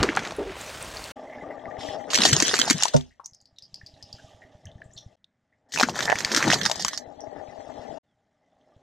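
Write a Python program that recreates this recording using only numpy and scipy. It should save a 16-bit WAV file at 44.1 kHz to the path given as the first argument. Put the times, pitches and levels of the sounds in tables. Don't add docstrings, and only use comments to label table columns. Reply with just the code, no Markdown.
import sys
import numpy as np
from scipy import signal
from scipy.fft import rfft, irfft, next_fast_len
from scipy.io import wavfile
from scipy.ndimage import uniform_filter1d

SR = 44100
rng = np.random.default_rng(int(sys.argv[2]) if len(sys.argv) > 2 else 0)


def generate_wav(sig):
    pcm = np.round(np.clip(np.atleast_2d(sig).T, -1, 1) * 32767).astype(np.int16)
    wavfile.write(sys.argv[1], SR, pcm)


N = 388962

# start in seconds, end in seconds.
SHOTS = [(-.1, 1.121), (1.157, 5.157), (5.165, 7.985), (8.03, 9.01)]
CYCLE_S = .1024


def amp(db):
    return 10 ** (np.asarray(db) / 20)


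def evened(x):
    return x / np.sqrt(np.mean(x ** 2, -1, keepdims=True) + 1e-20)


def read(points, hz):
    f, value = np.transpose(points)
    return np.interp(np.log(hz + 1), np.log(f + 1), value)


def curves(tables):
    t, rows = np.arange(N) / SR, np.concatenate(tables)
    on = sum((t >= table[0][0]) & (t < table[-1][0]) for table in tables)
    columns = [np.interp(t, rows[:, 0], column) for column in rows.T[1:]]
    return uniform_filter1d(on * 1., 400), *columns


def colour(x, gain):
    size = next_fast_len(x.shape[-1])
    shaped = rfft(x, size) * gain(np.fft.rfftfreq(size, 1 / SR))
    return irfft(shaped, size)[..., :x.shape[-1]]


def lowpass(hz, corner_hz):
    return 1 / (1 + (hz / corner_hz) ** 4)


def ring(x, hz, width):
    r = np.exp(-np.pi * width / SR)
    return signal.lfilter([1, 0, -1], [1, -2 * r * np.cos(2 * np.pi * hz / SR), r * r], x)


def splinters(hz, noise, width):
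    return evened(ring(ring(noise, hz, width * hz), hz, width * hz))


def blip(t, hz, rise):
    u = t * hz / max(rise, .2)
    return u ** 2 * np.exp(2 - 2 * u) * np.sin(2 * np.pi * hz * t)


def place(x, pan_db):
    return x * amp(np.array([pan_db / 2, -pan_db / 2]).reshape(2, -1))


def add(mix, s, sound):
    part = mix[:, max(round(s * SR), 0):][:, :sound.shape[1]]
    part += sound[:, :part.shape[1]]


def sparse_hits(per_s, spread_db):
    return amp(spread_db * np.minimum(rng.exponential(1, N), 4)) * (rng.random(N) < per_s / SR)


def grains(per_s, spread_db, t60, wash):
    hits = sparse_hits(per_s, spread_db)
    burst = signal.oaconvolve(hits, amp(-60 * np.arange(2000) / SR / t60))[:N]
    return (evened(burst) + wash) * rng.standard_normal(N)


def chips(per_s, spread_db, lo_hz, hi_hz, cycles, count):
    hits = sparse_hits(per_s, spread_db) * rng.choice([-1, 1], N)
    piece = rng.integers(0, count, N)
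    total = 0
    for k, hz in enumerate(np.geomspace(lo_hz, hi_hz, count)):
        total = total + evened(ring(hits * (piece == k), hz, hz / cycles)) * np.sqrt(hz)
    return evened(total)


def patchy(x, depth_db):
    z = signal.stft(x, nperseg=512)[2]
    patches = uniform_filter1d(rng.standard_normal(z.shape), size=5, axis=0)
    patches = uniform_filter1d(patches, size=7, axis=1)
    return signal.istft(z * amp(depth_db * patches / np.std(patches)), nperseg=512)[1][:N]


def crunchy(x, s, lo_hz):
    # frequency in Hz, density in dB per Hz.
    whole_spectrum = [(530, -36.5), (900, -8), (1850, 0), (2220, -11), (3040, -2), (4860, -3.5),
                      (6480, -0.5), (11400, -24), (13500, -24), (16000, -50)]
    fragment_spectrum = [(880, -28), (1500, -7), (1780, 8), (2230, -9), (2720, -17.5), (3060, -4),
                         (6500, -0.5), (11400, -27.5), (13500, -19), (14800, -28.5), (16000, -60)]
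    whole_until_s = 4

    def broken(spectrum):
        return evened(colour(x, lambda hz: amp(read(spectrum, hz)) / (1 + (lo_hz / (hz + 1)) ** 6)))

    return np.where(s < whole_until_s, broken(whole_spectrum), broken(fragment_spectrum))


def street():
    # frequency in Hz, density in dB per Hz.
    murmur = [(15, -47.5), (25, -17.5), (90, -0.5), (247, 0), (385, -13), (645, -11.5), (1060, -17),
              (1950, -13.5), (2760, -28.5), (9000, -37.5), (11700, -64), (19800, -120)]
    level_db = -76.5
    return amp(level_db) * evened(colour(rng.standard_normal(N), lambda hz: amp(read(murmur, hz))))


def exhaust():
    first_puffs = [1.174, 5.2342, 8.0496]
    # time in seconds, level in dB.
    strength = [(1.15, -91.5), (1.17, -56), (1.58, -46), (1.89, -35), (2.1, -54.5), (3.1, -60.5),
                (3.64, -55), (3.73, -43.5), (4.14, -40.5), (4.55, -47), (4.68, -38.5), (5.1, -42.5),
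                (5.2, -78.5), (5.55, -72), (5.9, -43), (7.0, -45), (7.95, -43), (8.04, -83.5), (8.68, -67),
                (8.76, -53)]
    pipe_hz, pipe_t60_s, pipe_ring_db = 104, .06, -6
    strong_spread_db, weak_db, weak_spread_db = 3.5, -21, 4.5
    rumble_db = -21.5

    out, from_puff = np.zeros((1, N)), np.arange(-441, 2600) / SR
    u, after = from_puff / .0019, np.maximum(from_puff, 0)
    suction = (.5 * u ** 2 - 1.2) * np.exp(-u ** 2 / 2)
    pipe = np.exp(-after * 400) - np.cos(2 * np.pi * pipe_hz * after)
    pulse = (suction + amp(pipe_ring_db - 60 * after / pipe_t60_s) * pipe)[None]

    times = np.concatenate([np.arange(s, end, CYCLE_S) for s, (_, end) in zip(first_puffs, SHOTS[1:])])
    for s, uneven in zip(times - 441 / SR, rng.standard_normal((len(times), 3))):
        db = np.interp(s, *np.transpose(strength))
        add(out, s, amp(db + strong_spread_db * uneven[0]) * pulse)
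        for k in (1, 2):
            add(out, s + k * CYCLE_S / 3, amp(db + weak_db + weak_spread_db * uneven[k]) * pulse)
    rumble = evened(ring(ring(rng.standard_normal(N), 90, 170), 90, 170))
    return out[0] + amp(np.interp(np.arange(N) / SR, *np.transpose(strength)) + rumble_db) * rumble


def engine():
    # time in seconds, clatter level in dB,
    # left-right difference in dB, grit hiss level in dB.
    idle = [
        [(1.157, -42, 1, -63), (1.323, -41.5, -2.5, -65), (1.573, -42.5, 7, -68.5), (1.799, -41, 12, -64),
         (2.019, -40.5, 11.5, -56.5), (2.1, -46, 16, -64)],
        [(2.98, -53.5, -3, -49), (3.08, -77.5, 14, -67), (3.26, -80, 7.5, -91), (3.32, -78, 2, -99),
         (3.75, -70.5, -5, -71.5), (4.16, -58, -5, -61.5), (4.5, -58.5, -5.5, -72), (4.96, -63.5, 11, -74.5),
         (5.16, -65.5, 8, -74)],
        [(5.19, -101.5, -0.5, -98), (5.604, -79, 1.5, -89.5), (5.7, -63.5, 0, -96)],
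        [(6.98, -49, 12.5, -74), (7.164, -52.5, 22, -68.5), (7.406, -46, 18.5, -65), (7.426, -47.5, 20.5, -65),
         (7.818, -46, 15.5, -59.5), (7.985, -50, 25.5, -61.5)],
        [(8.03, -83, -1, -88.5), (8.262, -77, 1, -87.5), (8.718, -61.5, -2, -81), (8.82, -65, -1, -79)],
    ]
    # frequency in Hz, density in dB per Hz.
    clatter_spectrum = [(24, -49.5), (40, -22), (108, -20.5), (182, -17.5), (270, -13.5), (464, -9.5),
                        (614, -5.5), (727, -5.5), (829, -6.5), (999, -20), (1180, -23), (1450, -27),
                        (1890, -22.5), (2190, -34), (3500, -44), (4550, -70.5), (7700, -120)]
    grit_spectrum = [(1290, -44.5), (2200, -13.5), (3230, -4), (4720, -12.5), (5280, -8.5), (7160, -13),
                     (8550, -23), (13800, -37.5), (15000, -47)]
    # frequency in Hz, resonance width in Hz, level in dB against the low clatter.
    hum_modes = [(253, 25, -13.5), (285, 25, -12.5), (613, 50, -8), (650, 60, -9.5), (811, 50, -12.5)]
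    ping_modes = [(1185, 51, -20), (1780, 250, -18.5), (2020, 150, -19.5), (3300, 730, -28)]
    # time in seconds, added level in dB.
    ping_level = [(2.1, 1), (3.0, 1), (5.7, 1.5), (7.0, -5.5), (8.0, -0.5), (8.05, -1)]
    # start in seconds, length in seconds, level in dB.
    scuff_rows = [(1.78, 0.14, -44), (4.15, 0.18, -67.5), (7.75, 0.06, -70)]
    # frequency in Hz, resonance width in Hz, level in dB.
    scuff_modes = [(3200, 990, -0.5), (5300, 620, -8.5)]
    scuff_rise_s, scuff_fall_s = 0.023, 0.051
    grit_patches_db = 2.5

    t = np.arange(N) / SR
    _, db, pan_db, grit_db = curves(idle)
    throb = 1 + 0.062 * np.cos(2 * np.pi * 3 * t / CYCLE_S)
    clatter = patchy(throb * grains(90, 2.8, .05, 1.2), 2)
    low = colour(clatter, lambda hz: amp(read(clatter_spectrum, hz)) * lowpass(hz, 1300))
    high = colour(clatter, lambda hz: amp(read(clatter_spectrum, hz))) - low
    level = amp(db) / np.std(low + high)
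    steady = np.std(clatter) * rng.standard_normal(N)
    hum = sum(amp(d) * splinters(f, clatter + steady, w / f) for f, w, d in hum_modes)
    low = low + np.std(low) * hum
    pings = sum(amp(d) * splinters(f, grains(22, 4.4, 0.068, 0.15), w / f) for f, w, d in ping_modes)
    high = high + np.std(low) * amp(np.interp(t, *np.transpose(ping_level))) * pings

    grit = chips(3500, 3.0, 2200, 14000, 4.9, count=10) + .7 * rng.standard_normal(N)
    grit = colour(grit, lambda hz: amp(read(grit_spectrum, hz)))
    scuff = np.zeros(N)
    for s, length, d in scuff_rows:
        slopes = np.minimum((t - s) / scuff_rise_s, (s + length - t) / scuff_fall_s + 1)
        scuff += amp(d) * np.clip(slopes, 0, 1)
    scrape = .6 * evened(grit)
    for f, w, d in scuff_modes:
        scrape = scrape + amp(d) * splinters(f, grains(300, 2.0, 0.038, 1.0), w / f)
    gritty = amp(grit_db) * evened(patchy(grit, grit_patches_db)) + scuff * patchy(scrape, 1.2)

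    sound = place(level * low, pan_db) + place(level * high, .5 * pan_db) + place(gritty, 0.23 * pan_db)
    return sound * (np.arange(N) > SHOTS[1][0] * SR)


def squeaks():
    # start in seconds, length in seconds, first pitch in Hz, last pitch in Hz, level in dB.
    squeak_rows = [(6.99, .11, 4030, 4010, -64), (8.045, .12, 3800, 2950, -82)]
    out = np.zeros((1, N))
    for s, length, first_hz, last_hz, db in squeak_rows:
        u = np.arange(0, 1, 1 / (SR * length))
        rough = 1 + .4 * evened(uniform_filter1d(rng.standard_normal(8000), 300))[:len(u)]
        whistle = np.sin(2 * np.pi * np.cumsum(first_hz + (last_hz - first_hz) * u) / SR)
        add(out, s, amp(db) * (np.sin(np.pi * u) * rough * whistle)[None])
    return out


def wet_road():
    # time in seconds, fizz level in dB,
    # level of the fizz's treble in dB, low wind and rumble level in dB.
    wet = [(0.0, -31, -49, -19), (0.044, -35, -71, -45.5), (0.33, -44, -58, -57), (0.398, -43.5, -61, -50),
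           (0.55, -41, -58.5, -45), (0.585, -40.5, -47, -53), (0.936, -41, -48.5, -51.5),
           (1.114, -42, -49, -50), (1.13, -58, -64, -69)]
    # frequency in Hz, density in dB per Hz.
    fizz_spectrum = [(59, -38.5), (100, -1.5), (328, -4.5), (442, -1.5), (634, 2), (736, -1.5), (8280, -10),
                     (11600, -19.5), (14100, -21), (15900, -21.5)]
    on, db, treble_db, low_db = curves([wet])
    fizz = patchy(colour(grains(1500, 4.0, 0.012, 1.2), lambda hz: amp(read(fizz_spectrum, hz))), 1.2)
    treble = colour(fizz, lambda hz: 1 / (1 + (4000 / (hz + 1)) ** 4))
    low = ring(ring(rng.standard_normal(N), 50, 50), 50, 50)
    return on * (amp(db) * evened(fizz - treble) + amp(treble_db) * evened(treble) + amp(low_db) * evened(low))


def shards():
    # time in seconds, level in dB, pitch in Hz, level of the following rattle in dB
    shard_rows = [(0.4947, -33.5, 2020, -22), (0.6633, -34, 6000, -15), (0.8263, -22, 8550, -34),
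                  (0.365, -35, 9900, -28), (0.613, -26, 7540, -31), (0.866, -35, 3020, -30),
                  (0.97, -24.5, 4570, -25), (1.0404, -27.5, 4470, -27), (1.041, -30, 8300, -30),
                  (1.297, -43, 1900, -8), (1.507, -38.5, 1960, -10), (1.768, -38, 1950, -25),
                  (1.808, -35, 2020, -16), (1.886, -32, 1890, -16), (2.04, -40, 1900, -26),
                  (7.475, -55, 2420, -3), (1.3268, -42.5, 2070, -2), (1.655, -32.5, 2000, -51),
                  (3.108, -56, 1910, -7), (3.198, -45, 938, -3), (3.2427, -48.5, 5780, -1.5),
                  (3.2594, -22.5, 6280, -28.5), (3.334, -41, 5100, -15.5), (3.3473, -39, 6320, -35),
                  (3.311, -52, 6400, -38), (3.403, -50.5, 4750, -18.5), (3.414, -48, 6680, -28),
                  (3.423, -55, 4830, -22.5), (3.4558, -43, 4800, -18), (3.562, -53.5, 3910, -14),
                  (3.585, -35, 3770, -22), (3.586, -34.5, 5500, -25), (3.623, -39.5, 4900, -10),
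                  (3.7427, -25, 4950, -22), (3.758, -37.5, 4700, -17), (3.813, -40, 1770, -18.5),
                  (3.863, -34, 4870, -15), (3.87, -36, 4600, -23), (3.941, -45, 3940, -17),
                  (4.0261, -30.5, 5050, -16.5), (4.128, -29, 4870, -19), (4.1824, -57, 1550, -1),
                  (4.4186, -43, 1880, -11), (4.655, -36, 6060, -28), (4.669, -44, 3080, -15),
                  (4.657, -49, 1780, -11), (4.7154, -46.5, 3570, -20), (4.818, -34, 1730, -26.5),
                  (4.912, -69, 5960, 1), (4.934, -50, 7030, -8), (4.965, -45.5, 4140, -5),
                  (4.974, -45.5, 3520, -1), (4.976, -46.5, 5650, -0.5), (4.84, -65.5, 7600, -1),
                  (5.243, -41, 3680, -36), (5.5254, -61, 1940, -8.5), (7.206, -33, 5650, -21.5)]
    snap_db = -11.5
    rattle_width, rattle_least_hz = .32, 550

    out, t = np.zeros((2, N)), np.arange(6000) / SR
    soft = 1 - np.exp(-t / 0.00067)
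    for (s, db, hz, rattle_db), raw in zip(shard_rows, rng.standard_normal((len(shard_rows), 3, 6000))):
        tick = amp(snap_db - 60 * t / 0.02) * soft * splinters(hz, raw[1], 0.67) + blip(t, hz, 3.2)
        lumps = 0.7 + 0.63 * np.abs(evened(uniform_filter1d(raw[1], size=200)))
        width = max(rattle_width, rattle_least_hz / hz)
        tone = splinters(hz, splinters(hz, raw[0], width), width) + 0.6 * splinters(hz, raw[2], 0.05)
        rattle = amp(rattle_db - 60 * t / 0.17) * soft * lumps * tone
        add(out, s, place(amp(db) * (tick + rattle), 0.09))
    return out


def drop():
    # frequency in Hz, level in dB, T60 in seconds, delay in seconds,
    # left-right difference in dB, lag of the left port in radians.
    drop_modes = [(45.4, -36, 0.33, 0.0083, 0, 1), (79, -32.5, 0.3, 0.0069, -4, 0.5),
                  (144.2, -8, 0.14, 0.00683, -5, 1.8), (247.5, -11, 0.19, 0.0028, -1, 3.5),
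                  (390, -25.5, 0.18, 0.0039, -5, -1.5), (514, -11.5, 0.067, 0.00504, 8, -2.5),
                  (595, -3, 0.071, .001, -2.5, -2.5), (680, -21, 0.14, 0.00084, 10, -3),
                  (910, -16, 0.1, 0.00117, 1, -2.5), (1440, -22.5, 0.045, 0.00095, -4, 2)]
    drop_s = 2.941
    out, t = np.zeros((2, N)), np.arange(20000) / SR
    for hz, db, t60, delay, pan_db, lag in drop_modes:
        tone = np.sin(2 * np.pi * hz * t - np.array([[lag / 2], [-lag / 2]]))
        add(out, drop_s + delay, place(amp(db - 60 * t / t60) * (1 - np.exp(-t / 0.0022)) * tone, pan_db))
    return out


def pops():
    # time in seconds, level in dB,
    # low mode in Hz, high mode in Hz, high mode level in dB against the low, left-right difference in dB.
    pop_rows = [(3.197, -38, 876, 1017, -3.5, 11), (5.7745, -21.5, 800, 2550, 3, -11),
                (5.787, -20, 840, 2550, 2, -6.5), (5.7975, -10.5, 820, 2550, -3.5, -6),
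                (5.8025, -14, 830, 2500, -5, 6.5), (5.8105, -9.5, 810, 1750, -12, 9.5),
                (6.0755, -24, 740, 1800, 0, -4.5), (6.0795, -23.5, 740, 1800, 9.5, 1.5),
                (6.084, -24.5, 740, 1800, 1, 14.5), (6.091, -24.5, 740, 1780, 7.5, -10),
                (6.098, -14, 720, 1800, -7.5, -17), (6.1065, -27.5, 740, 1750, 9.5, 8.5),
                (6.119, -16.5, 750, 1800, 2, 12), (6.1258, -14.5, 735, 1800, -5.5, -26.5)]
    tail_db, tail_t60_s = -11, 0.051
    out, t = np.zeros((2, N)), np.arange(3000) / SR
    noise = rng.standard_normal((len(pop_rows), 3000))
    for (s, db, low_hz, high_hz, high_db, pan_db), raw in zip(pop_rows, noise):
        tail = splinters(low_hz, raw, 0.38) + amp(high_db) * splinters(high_hz, raw, 0.14)
        pop = blip(t, low_hz, 0.67) + amp(high_db) * blip(t, high_hz, 2.2)
        pop += amp(tail_db - 60 * t / tail_t60_s) * tail
        add(out, s, place(amp(db) * pop, pan_db))
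    return out


def thuds():
    # time in seconds, level in dB, pitch in Hz,
    # left-right difference in dB, T60 in seconds (10 ms at least is used).
    thud_rows = [(0.018, -7.5, 247, -3, 0.065), (0.033, -15, 391, -5, 0.09), (0.085, -16, 283, -3, 0.05),
                 (0.171, -12, 767, 0, 0.022), (0.383, -20.5, 385, 0.0, 0.072), (0.39, -31, 584, 0.0, 0.22),
                 (0.398, -16.5, 355, 0.0, 0.044), (0.41, -21.5, 402, 0.0, 0.076),
                 (0.448, -32, 382, 1, 0.31), (0.498, -29, 366, 0.0, 0.056), (0.563, -27, 470, 0.0, 0.026),
                 (2.184, -20, 208, 5.5, 0.15), (2.25, -16.5, 280, 6, 0.12), (2.324, -6.5, 117, 2.5, 0.046),
                 (2.364, -12.5, 293.8, 13.5, 0.021), (2.423, -4.5, 325.5, 7.5, 0.021),
                 (2.534, -16.5, 414, 21, 0.025), (2.591, -28, 263, 22.5, 0.091),
                 (2.705, -10, 253, 6.5, 0.04), (2.742, -20.5, 160.6, 6.5, 0.091),
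                 (2.855, -28, 840, 15, 0.032), (4.658, -32.5, 95.4, -3, 0.081),
                 (5.829, -9.5, 256, -2.5, 0.043), (5.988, -30, 547, 2, 0.12), (6.315, -21, 271, 0.5, 0.096),
                 (6.368, -19, 286, 2.5, 0.066), (6.47, -16.5, 306, 3, 0.073), (6.549, -20.5, 296, 3, 0.063),
                 (6.657, -29, 820, 16, 0.028), (6.708, -28, 650, 7, 0.068)]
    rough_db, rough_longer = -4, 1.5
    out, t = np.zeros((2, N)), np.arange(8000) / SR
    nears, noise = rng.uniform(1.1, 1.6, len(thud_rows)), rng.standard_normal((len(thud_rows), 8000))
    for (s, db, hz, pan_db, t60), near, raw in zip(thud_rows, nears, noise):
        fall_db = -60 * t / max(t60, .01)
        tone = np.sin(2 * np.pi * hz * t) + 0.33 * np.sin(2 * np.pi * near * hz * t)
        rough = amp(rough_db + fall_db / rough_longer) * splinters(hz, raw, 0.63)
        add(out, s, place(amp(db) * (1 - np.exp(-t * hz / 1.1)) * (amp(fall_db) * tone + rough), pan_db))
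    return out


def crunch():
    # time in seconds, crunch level in dB,
    # duller body level in dB, tyre rumble level in dB.
    passes = [
        [(0.0, -54, -33, -27.5), (0.08, -47, -35, -47), (0.174, -54, -38.5, -40), (0.278, -43, -38.5, -45),
         (0.36, -67, -55, -47)],
        [(2.08, -59, -45.5, -56), (2.164, -31.5, -30.5, -52), (2.28, -23.5, -34.5, -36), (2.334, -29, -37, -30),
         (2.436, -27.5, -35, -39), (2.642, -29, -33.5, -44.5), (2.756, -40.5, -43.5, -41.5),
         (2.838, -29.5, -47, -58.5), (2.88, -37, -52.5, -60.5), (3.002, -69.5, -51.5, -75),
         (3.1, -70, -82, -62)],
        [(5.69, -65, -86, -81), (5.758, -52, -69.5, -35), (5.806, -71.5, -67, -52), (5.878, -42, -46, -31),
         (5.916, -59, -51.5, -36), (5.966, -32.5, -35, -45), (6.118, -41.5, -40.5, -40),
         (6.356, -36.5, -33.5, -46.5), (6.48, -31.5, -28, -26), (6.526, -36, -34, -29),
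         (6.776, -41.5, -48, -47), (6.852, -37, -64, -39.5), (6.966, -44, -70, -74), (7.05, -93, -81, -63)],
    ]
    fine_patches_db = 2.2
    on, db, body_db, rumble_db = curves(passes)
    bits = chips(2300, 2.0, 1500, 13000, 18.0, count=30) + .5 * grains(370, 6.3, 0.046, 0.1)
    fine = evened(patchy(crunchy(bits, np.arange(N) / SR, 1300), fine_patches_db))
    body = evened(colour(chips(500, 1.5, 350, 2500, 2.1, count=8), lambda hz: lowpass(hz, 2100)))
    rumble = evened(ring(ring(grains(55, 4.5, 0.14, 1.0), 130, 250), 130, 250))
    return on * (amp(db) * fine + amp(body_db) * body + amp(rumble_db) * rumble)


def cracks():
    # time in seconds, splinter level in dB, splinter pitch in Hz,
    # shell pitch in Hz, shell level in dB against the splinters, left-right difference in dB,
    # T60 of the splinters in seconds (5 ms at least is used for the fall).
    crack_rows = [(0.029, -7.5, 4450, 1400, -6.5, -4, 0.012), (0.0339, -13.5, 4300, 1240, 2, 0, 0.011),
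                  (0.089, -29.5, 3440, 1860, 16.5, -3, 0.012), (0.151, -25.5, 4450, 1030, -8, -0.5, 0.016),
                  (0.1632, -19.5, 7400, 1270, -5.5, 0.5, 0.012), (0.1716, -23.5, 4250, 1630, 15, -1, 0.007),
                  (0.191, -23, 3400, 2100, -3.5, 5, 0.028), (0.25, -24, 3090, 1880, 2, 0.0, 0.014),
                  (0.2723, -26.5, 4050, 785, -6, 0.0, 0.018), (0.3069, -27, 3740, 1010, -4, -2, 0.022),
                  (0.32, -31, 4440, 730, 3.5, 0.0, 0.018), (2.1015, -23.5, 2900, 2800, -1.5, -2, 0.39),
                  (2.1312, -13.5, 3280, 1490, -4, -2, 0.12), (2.1447, -2, 6200, 1940, -15, 1.5, 0.0044),
                  (2.1511, -8, 2870, 2800, -11.5, -13.5, 0.031), (2.158, -6.5, 5500, 2800, -19, 0.5, 0.01),
                  (2.1748, -9.5, 5490, 1060, -9, 4, 0.015), (2.1863, -9.5, 4500, 1560, -6, 4, 0.0098),
                  (2.2036, -11, 2930, 1050, -15, -1.5, 0.022), (2.217, -5, 4020, 2630, -18.5, -2, 0.03),
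                  (2.2333, -5, 3860, 2450, -11.5, -2.5, 0.038), (2.2501, -1.5, 3230, 730, -11, 3, 0.077),
                  (2.277, -14.5, 5850, 1520, -12.5, 2.5, 0.02), (2.292, -9.5, 6340, 2940, -10, 2.5, 0.022),
                  (2.327, -14, 3300, 1500, -8.5, 0.5, 0.03), (2.3293, 1, 6370, 1500, -15, -1, 0.029),
                  (2.365, -5.5, 6390, 1150, -24, -2, 0.0096), (2.401, -3, 6000, 1770, -30, 4.5, 0.015),
                  (2.4228, -4.5, 6260, 1770, -9.5, -3, 0.023), (2.465, -20, 6000, 1770, -19.5, 16, 0.049),
                  (2.48, -14.5, 5840, 1970, -12, 18.5, 0.021), (2.492, -13, 3300, 1920, -10, -7, 0.013),
                  (2.5387, -13.5, 2980, 1730, 3.5, -4.5, 0.025), (2.555, -14, 6100, 2400, -13.5, 1, 0.013),
                  (2.567, -18, 6860, 2400, -6.5, 10.5, 0.011), (2.579, -28, 5200, 2400, 3.5, -11, 0.0086),
                  (2.5896, -6.5, 5900, 1320, -7.5, 0, 0.014), (2.5962, -6.5, 6800, 1490, -13, 0, 0.025),
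                  (2.6143, -4.5, 3150, 1670, -11.5, -5, 0.015), (2.6753, -21, 4300, 740, 0.5, 3, 0.22),
                  (2.6986, -4, 6800, 2130, -7.5, -0.5, 0.026), (2.7057, -6.5, 6900, 2200, -17, 4.5, 0.02),
                  (2.7089, -4, 6600, 1580, -5.5, 0.5, 0.02), (2.7286, -17.5, 5770, 1820, -17, -5, 0.018),
                  (2.781, -23, 6400, 2630, -13, 9.5, 0.03), (2.805, -23.5, 3200, 1720, -5, 2.5, 0.047),
                  (2.824, -11.5, 5600, 820, -13, 9, 0.013), (2.834, -4, 6600, 2360, -20.5, -6, 0.016),
                  (2.8534, -14.5, 5820, 850, 0.5, 7.5, 0.018), (2.8813, -16.5, 4440, 760, -20, 11.5, 0.02),
                  (2.935, -24.5, 5800, 1300, -7, 10, 0.1), (2.9625, -17, 5840, 908, -13, 7, 0.043),
                  (3.0087, -34, 3500, 750, -14, 11, 0.025), (5.7194, -27, 4300, 2420, -17, 2, 0.14),
                  (5.736, -18, 5980, 1960, -14, 2.5, 0.12), (5.759, -26, 5550, 1720, 2.5, 17, 0.028),
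                  (5.773, -21, 6060, 2510, -25, -4.5, 0.054), (5.7847, -18, 6400, 3700, -7.5, 2.5, 0.041),
                  (5.798, -9.5, 4250, 2500, -19, 0.5, 0.0077), (5.803, -10.5, 4100, 774, -23.5, -7, 0.018),
                  (5.809, -11, 5260, 1710, -7, 3, 0.044), (5.827, -9.5, 5300, 1680, -9.5, -5, 0.024),
                  (5.8316, -11, 4500, 1460, 5, 5, 0.029), (5.885, -24, 4470, 804, 6.5, 3, 0.033),
                  (5.893, -21, 5000, 900, -6, -2.5, 0.056), (5.956, -28.5, 4540, 1530, 2.5, 1.5, 0.016),
                  (5.9899, -22.5, 5740, 1690, 3, 14.5, 0.014), (6.005, -15.5, 5830, 1700, 0.5, -1, 0.022),
                  (6.0238, -19, 3700, 820, -8, -8, 0.088), (6.054, -15, 5300, 760, -11.5, -5.5, 0.017),
                  (6.099, -21, 5700, 2430, 5.5, -4.5, 0.022), (6.118, -23.5, 5530, 2520, 0, 1, 0.026),
                  (6.155, -23.5, 5700, 1920, 5, 1.5, 0.025), (6.1848, -15.5, 6050, 1840, -6.5, -5, 0.051),
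                  (6.204, -19.5, 6660, 1940, -3, -9, 0.036), (6.2475, -8, 4540, 2440, -10.5, 1.5, 0.012),
                  (6.315, -18, 5160, 1740, 1, -4, 0.14), (6.3463, -9.5, 5550, 1760, -6, 9.5, 0.021),
                  (6.3615, -5.5, 5400, 1710, -9, -2, 0.047), (6.372, -12.5, 4200, 1420, -2.5, 0, 0.099),
                  (6.403, -25, 2990, 1440, 7, 0, 0.034), (6.425, -18.5, 5840, 1710, 8.5, -3.5, 0.037),
                  (6.4401, -24.5, 3180, 1950, 8.5, 2.5, 0.022), (6.477, -17.5, 3860, 744, 1.5, 5.5, 0.087),
                  (6.5001, -12, 5900, 1910, 3, -2.5, 0.087), (6.515, -16.5, 3500, 1820, 4.5, -6, 0.025),
                  (6.524, -7.5, 2950, 2920, -20, 0, 0.028), (6.53, -9, 3300, 730, -5, 5.5, 0.064),
                  (6.5407, -11, 4060, 1890, -8, -10, 0.024), (6.6125, -17, 3150, 1720, -6, -14, 0.028),
                  (6.652, -9, 5800, 1430, -11, 3, 0.025), (6.66, -6, 5130, 1540, -9.5, -3.5, 0.027),
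                  (6.631, -16.5, 5040, 1880, -20, -2, 0.056), (6.6965, -18, 5040, 746, -3.5, 7.5, 0.024),
                  (6.7133, -9, 5210, 826, -12.5, 3, 0.021), (6.755, -25, 5200, 775, -7, 8, 0.074),
                  (6.794, -21.5, 5100, 765, -9, -1, 0.16), (6.823, -17, 5810, 2390, -33, 7, 0.013),
                  (6.8476, -9, 6350, 1080, -7.5, 4.5, 0.017), (6.864, -24.5, 3200, 6800, -16, 5, 0.0085),
                  (6.8808, -12.5, 6390, 1300, -6.5, -5.5, 0.029),
                  (6.9304, -22.5, 3300, 1100, -6.5, 0, 0.073), (6.9739, -17, 5820, 805, -36, -2, 0.038)]
    build_share = .1
    knock_rise, ring_rise, ring_db = 1.1, 4.3, -7.5
    snap_db, snap_t60_s, snap_rise_s, snap_top_hz = -1, 0.003, .0002, 9500
    tail_db, splinter_width = -18, .35
    piece_db, piece_cycles = -10, 45

    out, t = np.zeros((2, N)), np.arange(3000) / SR
    noise = rng.standard_normal((len(crack_rows), 2, 3000))
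    pieces = rng.uniform(.55, 1.5, (len(crack_rows), 3))
    broad = crunchy(noise[:, 0], np.array(crack_rows)[:, :1], 1800)
    snaps = colour(broad, lambda hz: lowpass(hz, snap_top_hz))
    for row, wide, snap, raw, piece in zip(crack_rows, broad, snaps, noise[:, 1], pieces):
        s, db, hz, shell_hz, shell_db, pan_db, t60 = row
        build = np.clip(build_share * t60, .001, .004)
        late = np.maximum(t - build / 2, 0)
        shell = 1.3 * blip(late, shell_hz, knock_rise)
        shell += amp(-13.5 - 60 * t / 0.087) * splinters(shell_hz, raw[::-1], 0.77)
        fall = amp(-60 * (t / max(t60, .005))) + amp(tail_db - 60 * t / 0.15)
        fall *= 1 - np.exp(-(t / build) ** 2)
        hiss = fall * (0.4 * wide + 0.2 * splinters(hz, raw, splinter_width))
        hiss += amp(ring_db) * blip(late, hz, ring_rise)
        hiss += amp(snap_db - 60 * late / snap_t60_s) * (1 - np.exp(-late / snap_rise_s)) * snap
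        for f in hz * piece:
            hiss += amp(piece_db - 60 * late * f / piece_cycles) * np.sin(2 * np.pi * f * late)
        add(out, s, place(amp(db) * (amp(shell_db) * shell + hiss), pan_db))
    return out


def ports(x):
    # time in seconds, likeness from 0 to 1.
    likeness = [(1.15, 1), (1.5, 0.96), (2.1, 0.64), (3.0, 0.58), (3.3, 0.99), (5.2, 1), (6.4, 1),
                (6.9, 0.72), (7.1, 0.3), (8.0, 0.48), (8.05, 1)]
    # frequency in Hz, difference in dB.
    port_colour = [(1000, 1.5), (2500, 0), (4500, 0), (8500, 1.5), (12000, -4)]
    mono_hz, reflect_t60_s = 90, .006

    t, deep = np.arange(N) / SR, colour(x, lambda hz: lowpass(hz, mono_hz))
    x = x - deep + deep.mean(0)
    x = np.array([colour(v, lambda hz: amp(way * read(port_colour, hz))) for v, way in zip(x, (.5, -.5))])
    same = np.clip(np.interp(t, *np.transpose(likeness)), 0, 1)
    taps = rng.standard_normal((3, 300)) * amp(-60 * np.arange(300) / SR / reflect_t60_s)
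    other = np.zeros(N)
    for k, pattern in enumerate(taps):
        turn = np.sqrt(2 / 3) * np.cos(2 * np.pi * (7 * t + k / 3))
        other += turn * signal.oaconvolve(x[1], pattern / np.linalg.norm(pattern))[:N]

    def bass(hz):
        return 1 / (1 + (hz / 300) ** 2)

    def treble(hz):
        return 1 / (1 + (6500 / (hz + 1)) ** 4)

    def mid(hz):
        return 1 - bass(hz) - treble(hz)

    def blend(band, share):
        return share * colour(x[1], band) + np.sqrt(1 - share ** 2) * colour(other, band)

    return np.array([x[0], colour(x[1], bass) + blend(mid, same) + blend(treble, same ** 4.2)])


def scene():
    near = cracks() + pops() + crunch() + thuds() + shards() + engine()
    near = np.where(np.arange(N) < SHOTS[0][1] * SR, near.mean(0), ports(near))
    return near + drop() + squeaks() + exhaust() + wet_road() + street()


def record(dry):
    edge_hz = 15900
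    t = np.arange(N) / SR
    gate = sum(np.clip((t - a) / 0.01, 0, 1) * np.clip((b - t) / 0.0024, 0, 1) for a, b in SHOTS)
    loud = 1.544 * np.tanh(dry * gate / 1.594)
    return signal.oaconvolve(loud, signal.firwin(511, edge_hz, window=("kaiser", 9), fs=SR)[None], "same")


dry = scene()
out = record(dry)
generate_wav(out)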